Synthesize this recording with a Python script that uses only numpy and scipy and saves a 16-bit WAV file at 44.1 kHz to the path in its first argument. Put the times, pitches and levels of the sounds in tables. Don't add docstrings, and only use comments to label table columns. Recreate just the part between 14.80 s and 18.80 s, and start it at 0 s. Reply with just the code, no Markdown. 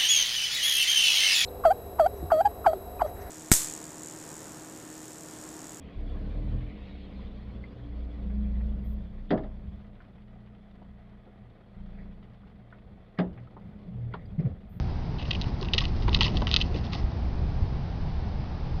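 import sys
import numpy as np
from scipy import signal
from scipy.fft import rfft, irfft
from scipy.io import wavfile

SR = 44100
rng = np.random.default_rng(int(sys.argv[2]) if len(sys.argv) > 2 else 0)


def materialize(psi):
    bounded = np.clip(np.atleast_2d(psi).T, -1, 1)
    quanta = np.round(bounded * 32767).astype(np.int16)
    wavfile.write(sys.argv[1], SR, quanta)


N = 176400

# f/Hz, level/dB
QUILL_RING = [(300, -29.5), (1200, -5.5), (1650, -21), (1930, -2), (2250, -15), (2600, -1), (3000, -2),
              (3350, -7.5), (3700, -4.5), (4400, -8), (4850, -7.5), (5400, -16), (6200, -16.5), (7000, -20)]


def from_db(db):
    return 10 ** (np.asarray(db) / 20)


def rms_one(x):
    return x / np.sqrt(np.mean(x ** 2) + 1e-20)


def gain_curve(rows):
    return from_db(np.interp(np.arange(N) / SR, *np.transpose(rows)))


def response(spectrum, size=4096):
    hz, db = np.transpose(spectrum)
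    grid_hz = np.maximum(np.arange(size // 2 + 1) * SR / size, 1)
    gains = from_db(np.interp(np.log(grid_hz), np.log(hz), db))
    cepstrum = irfft(np.log(gains))[:size // 2]
    one_sided = np.r_[cepstrum[0], 2 * cepstrum[1:]]
    return irfft(np.exp(rfft(one_sided, size)))


def through(x, impulse):
    return signal.fftconvolve(x, impulse)[:len(x)]


def resonance(x, hz, width_hz):
    r = np.exp(-np.pi * width_hz / SR)
    return signal.lfilter([1, 0, -1], [1, -2 * r * np.cos(2 * np.pi * hz / SR), r * r], x + 1e-18)


def drift(per_s):
    return rms_one(np.interp(np.arange(N) / SR * per_s, np.arange(N), rng.standard_normal(N)))


def slips(size, per_s, spread_db):
    strength = from_db(spread_db * np.minimum(rng.exponential(1, size), 4))
    happens = rng.random(size) < per_s / SR
    return happens * strength * rng.choice([-1, 1], size)


def add(out, start_s, sound):
    i = int(start_s * SR)
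    out[i:i + len(sound)] += sound[:N - i]


def air(tone):
    noise = rng.standard_normal(N + SR)
    return rms_one(through(noise, response(tone, size=16384))[SR:])


def distant_hush():
    # f/Hz, relative level/dB
    tone = [(76, -28), (130, -2), (160, -2.5), (185, -8.5), (260, -13.5), (400, -18), (570, -21.5),
            (780, -18), (1060, -25.5), (1350, -29.5), (3000, -37), (5100, -38.5), (5600, -46.5),
            (6100, -50.5), (6500, -67), (7200, -86.5)]
    return from_db(-38) * air(tone)


def wind_rumble():
    # t/s, level/dB
    levels = [(0, -23), (.15, -31), (.5, -30), (.9, -30), (1.1, -25.5), (1.4, -25), (1.8, -27.5),
              (2.1, -32), (2.45, -30.5), (2.68, -26.5), (2.92, -30.5), (3.35, -29.5), (3.7, -32),
              (4, -26.5)]
    # f/Hz, relative level/dB
    tone = [(12, -4), (25, -1), (45, -2), (56, -3), (70, 0), (84, -3.5), (100, -4.5), (125, -10),
            (160, -14.5), (250, -30.5), (600, -66)]
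    return gain_curve(levels) * air(tone)


def wind_puffs(size=8192, rise_s=0.0051):
    # t/s, level/dB, f/Hz
    puffs = [(2.238, -15.5, 48), (2.759, -15.5, 35.8), (2.821, -13, 65.3), (3.379, -18, 36)]
    out, t = np.zeros(N), np.arange(size) / SR
    swell = t / rise_s * np.exp(1 - t / rise_s)
    for start_s, db, hz in puffs:
        add(out, start_s, from_db(db) * swell * np.sin(2 * np.pi * hz * t))
    return out


def air_flutter():
    # t/s, level/dB
    levels = [(0, -46.5), (.3, -44.5), (.6, -39), (.85, -40), (1.1, -39), (1.3, -33), (1.52, -30.5),
              (1.8, -37.5), (1.95, -34), (2.3, -40.5), (2.8, -40.5), (3.3, -48), (4, -49)]
    # f/Hz, relative level/dB
    tone = [(40, -12), (100, 1), (160, -1), (215, -0.5), (290, -8), (380, -9.5), (500, -17.5), (1000, -26),
            (2000, -49)]
    return gain_curve(levels) * air(tone)


def yard_echo(x, size=16384, wall_s=0.026, wall_db=-23.5, tail_s=0.056, tail_db=-18.5):
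    t = np.arange(size) / SR
    tail = rng.standard_normal(size) * from_db(-60 * t / tail_s) * (t > .002)
    echoes = from_db(tail_db) * tail / np.sqrt(np.sum(tail ** 2))
    echoes[int(wall_s * SR)] += from_db(wall_db)
    return x + through(x, echoes)


def feather_rustle(flicker_db=6.5, tick_db=-10):
    # t/s, level/dB
    levels = [(.33, -62), (.40, -57.5), (.48, -49), (.55, -52.5), (.66, -53.5), (.77, -60.5), (.83, -41.5),
              (.90, -54), (1.02, -42.5), (1.13, -52), (1.24, -51), (1.45, -41), (1.52, -43), (1.58, -41),
              (1.65, -45), (1.78, -40.5), (1.89, -53.5), (1.96, -41.5), (2.08, -56), (2.15, -43.5),
              (2.21, -50.5), (2.32, -61), (2.6, -86)]
    # f/Hz, relative level/dB
    tone = [(250, -7), (600, -15), (1100, 5), (1600, -13), (2000, 2), (2300, -5.5), (2900, -6.5),
            (4200, -4), (5200, -2.5), (6500, -24.5)]
    grains = slips(N, per_s=3500, spread_db=3.5) * from_db(flicker_db * drift(per_s=60))
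    vanes = rms_one(through(grains, response(tone)))
    taps = slips(N, per_s=170, spread_db=1.5)
    ticks = rms_one(through(taps, response(QUILL_RING)))
    return gain_curve(levels) * (vanes + from_db(tick_db) * ticks)


def slab_knocks(size=4096, rise_s=0.0005, decay_s=.006):
    # t/s, level/dB, f/Hz
    knocks = [(.815, -30, 370), (.824, -36, 950), (.937, -40, 1200), (.944, -32, 380), (0.981, -50, 1200),
              (1.279, -25.5, 980), (1.278, -29.5, 357), (1.280, -36.5, 1900), (1.410, -26.5, 940),
              (1.413, -33, 1880), (1.424, -48, 426), (1.479, -35.5, 900), (1.544, -30.5, 300),
              (1.545, -34, 640), (1.618, -28.5, 694), (1.619, -31, 840), (1.669, -34.5, 1180),
              (1.738, -33.5, 1220), (1.763, -40, 1330), (1.946, -28, 336), (2.152, -36.5, 750)]
    out, t = np.zeros(N), np.arange(size) / SR
    contact = (1 - np.exp(-t / rise_s)) * np.exp(-t / decay_s)
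    contact /= contact.max()
    contact_rms = np.sqrt(np.mean(contact ** 2))
    for start_s, db, hz in knocks:
        grit = contact * rng.standard_normal(size)
        width_hz = hz / 2.7
        knock = resonance(resonance(grit, hz, width_hz), hz, width_hz)
        add(out, start_s, from_db(db) * rms_one(knock) * contact_rms)
    return out


def quill_scrapes(size=4096, release_s=.003, gain_db=-5):
    # t/s, length/s, relative level/dB, f/Hz
    drags = [(0.384, 0.048, -40.5, 3000), (0.45, 0.0051, -39.5, 2800), (0.507, 0.0048, -20, 3200),
             (0.528, 0.007, -31.5, 3000), (0.545, 0.007, -38, 3000), (0.619, 0.007, -44, 3500),
             (0.934, 0.0091, -19.5, 3500), (0.979, 0.0091, -17, 3400), (1.002, 0.007, -32, 3600),
             (1.037, 0.0046, -34, 3000), (1.222, 0.0039, -39.5, 3100), (1.279, 0.0034, -35, 2900),
             (1.336, 0.0029, -33, 3700), (1.345, 0.0054, -22, 3500), (1.408, 0.0099, -21.5, 3300),
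             (1.422, 0.0104, -23, 3400), (1.439, 0.017, -25.5, 3300), (1.462, 0.0057, -35, 3300),
             (1.479, 0.0029, -26, 2800), (1.552, 0.022, -42, 3700), (1.57, 0.0017, -22, 3100),
             (1.618, 0.00395, -35, 3300), (1.67, 0.0026, -46, 3200), (1.72, 0.0085, -31, 3300),
             (1.766, 0.0069, -30, 3600), (1.802, 0.011, -29.5, 3000), (1.811, 0.011, -24.5, 3300),
             (1.942, 0.0085, -40, 3100), (2.038, 0.011, -44, 3400), (2.056, 0.0037, -47, 3000),
             (2.118, 0.0072, -40, 3800), (2.145, 0.0089, -52, 3700)]
    out, t = np.zeros(N), np.arange(size) / SR
    quill = response(QUILL_RING)
    for start_s, length_s, db, hz in drags:
        stroke = np.exp(-np.maximum(t - length_s, 0) / release_s)
        stroke_rms = np.sqrt(np.mean(stroke ** 2))
        friction = stroke * slips(size, per_s=2300, spread_db=2.5)
        scrape = through(resonance(friction, hz, width_hz=1540), quill)
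        add(out, start_s, from_db(db + gain_db) * rms_one(scrape) * stroke_rms)
    return out


def quill_snaps(size=2048, grit_decay_s=0.0011, gain_db=-3):
    # t/s, relative level/dB, f/Hz
    snaps = [(0.4252, -28, 2900), (0.5129, -15.5, 3000), (0.5508, -21, 2900), (0.5562, -26.5, 2900),
             (0.6141, -17, 3900), (0.6198, -20.5, 4000), (0.6349, -31, 3300), (0.6422, -28, 2500),
             (0.8128, -25.5, 4400), (0.828, -21, 3200), (0.8475, -28.5, 3070), (0.8548, -30, 3200),
             (0.886, -24, 2900), (0.935, -11, 3500), (0.9473, -15, 3500), (0.9804, -8.5, 3300),
             (0.9835, -7, 3500), (1.0068, -16, 3700), (1.041, -28, 3000), (1.0498, -28, 3200),
             (1.0535, -16, 3300), (1.293, -19, 3500), (1.3302, -17, 3300), (1.3444, -12, 3500),
             (1.3471, -2, 3500), (1.3897, -25, 3920), (1.4083, -4, 3400), (1.413, -11, 3200),
             (1.4236, -14, 3400), (1.4316, -8, 3600), (1.4392, -20, 3500), (1.4451, -16, 3400),
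             (1.4481, -16.5, 3200), (1.6702, -13, 3200), (1.678, -20, 3000), (1.6915, -22.5, 2980),
             (1.714, -8.5, 3700), (1.733, -16, 3300), (1.741, -1.5, 3600), (1.7495, -20, 3300),
             (1.7629, -1.5, 3600), (1.7668, -6.5, 3700), (1.8134, -13, 3200), (1.819, -26, 3100),
             (1.9607, -32, 3600), (1.987, -33.5, 3300), (2.067, -33, 3220), (2.1336, -23, 2900),
             (2.1462, -25, 3600), (2.1504, -23.5, 3800)]
    out, t = np.zeros(N), np.arange(size) / SR
    quill = response(QUILL_RING)
    click = t == 0
    for start_s, db, hz in snaps:
        grit = 0.13 * rng.standard_normal(size) * np.exp(-t / grit_decay_s)
        snap = through(resonance(click + grit, hz, width_hz=1180), quill)
        add(out, start_s, from_db(db + gain_db) * snap / np.abs(snap).max())
    return out


def scene():
    bird = yard_echo(quill_snaps() + quill_scrapes() + slab_knocks() + feather_rustle())
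    wind = wind_rumble() + air_flutter() + wind_puffs()
    return (bird + wind + distant_hush())[None]


def record(dry, low_cut_hz=12, high_cut_hz=6400):
    bass_cut = signal.butter(2, low_cut_hz, "high", fs=SR, output="sos")
    treble_cut = signal.butter(24, high_cut_hz, fs=SR, output="sos")
    return signal.sosfilt(treble_cut, signal.sosfilt(bass_cut, dry))


dry = scene()
out = record(dry)
materialize(out)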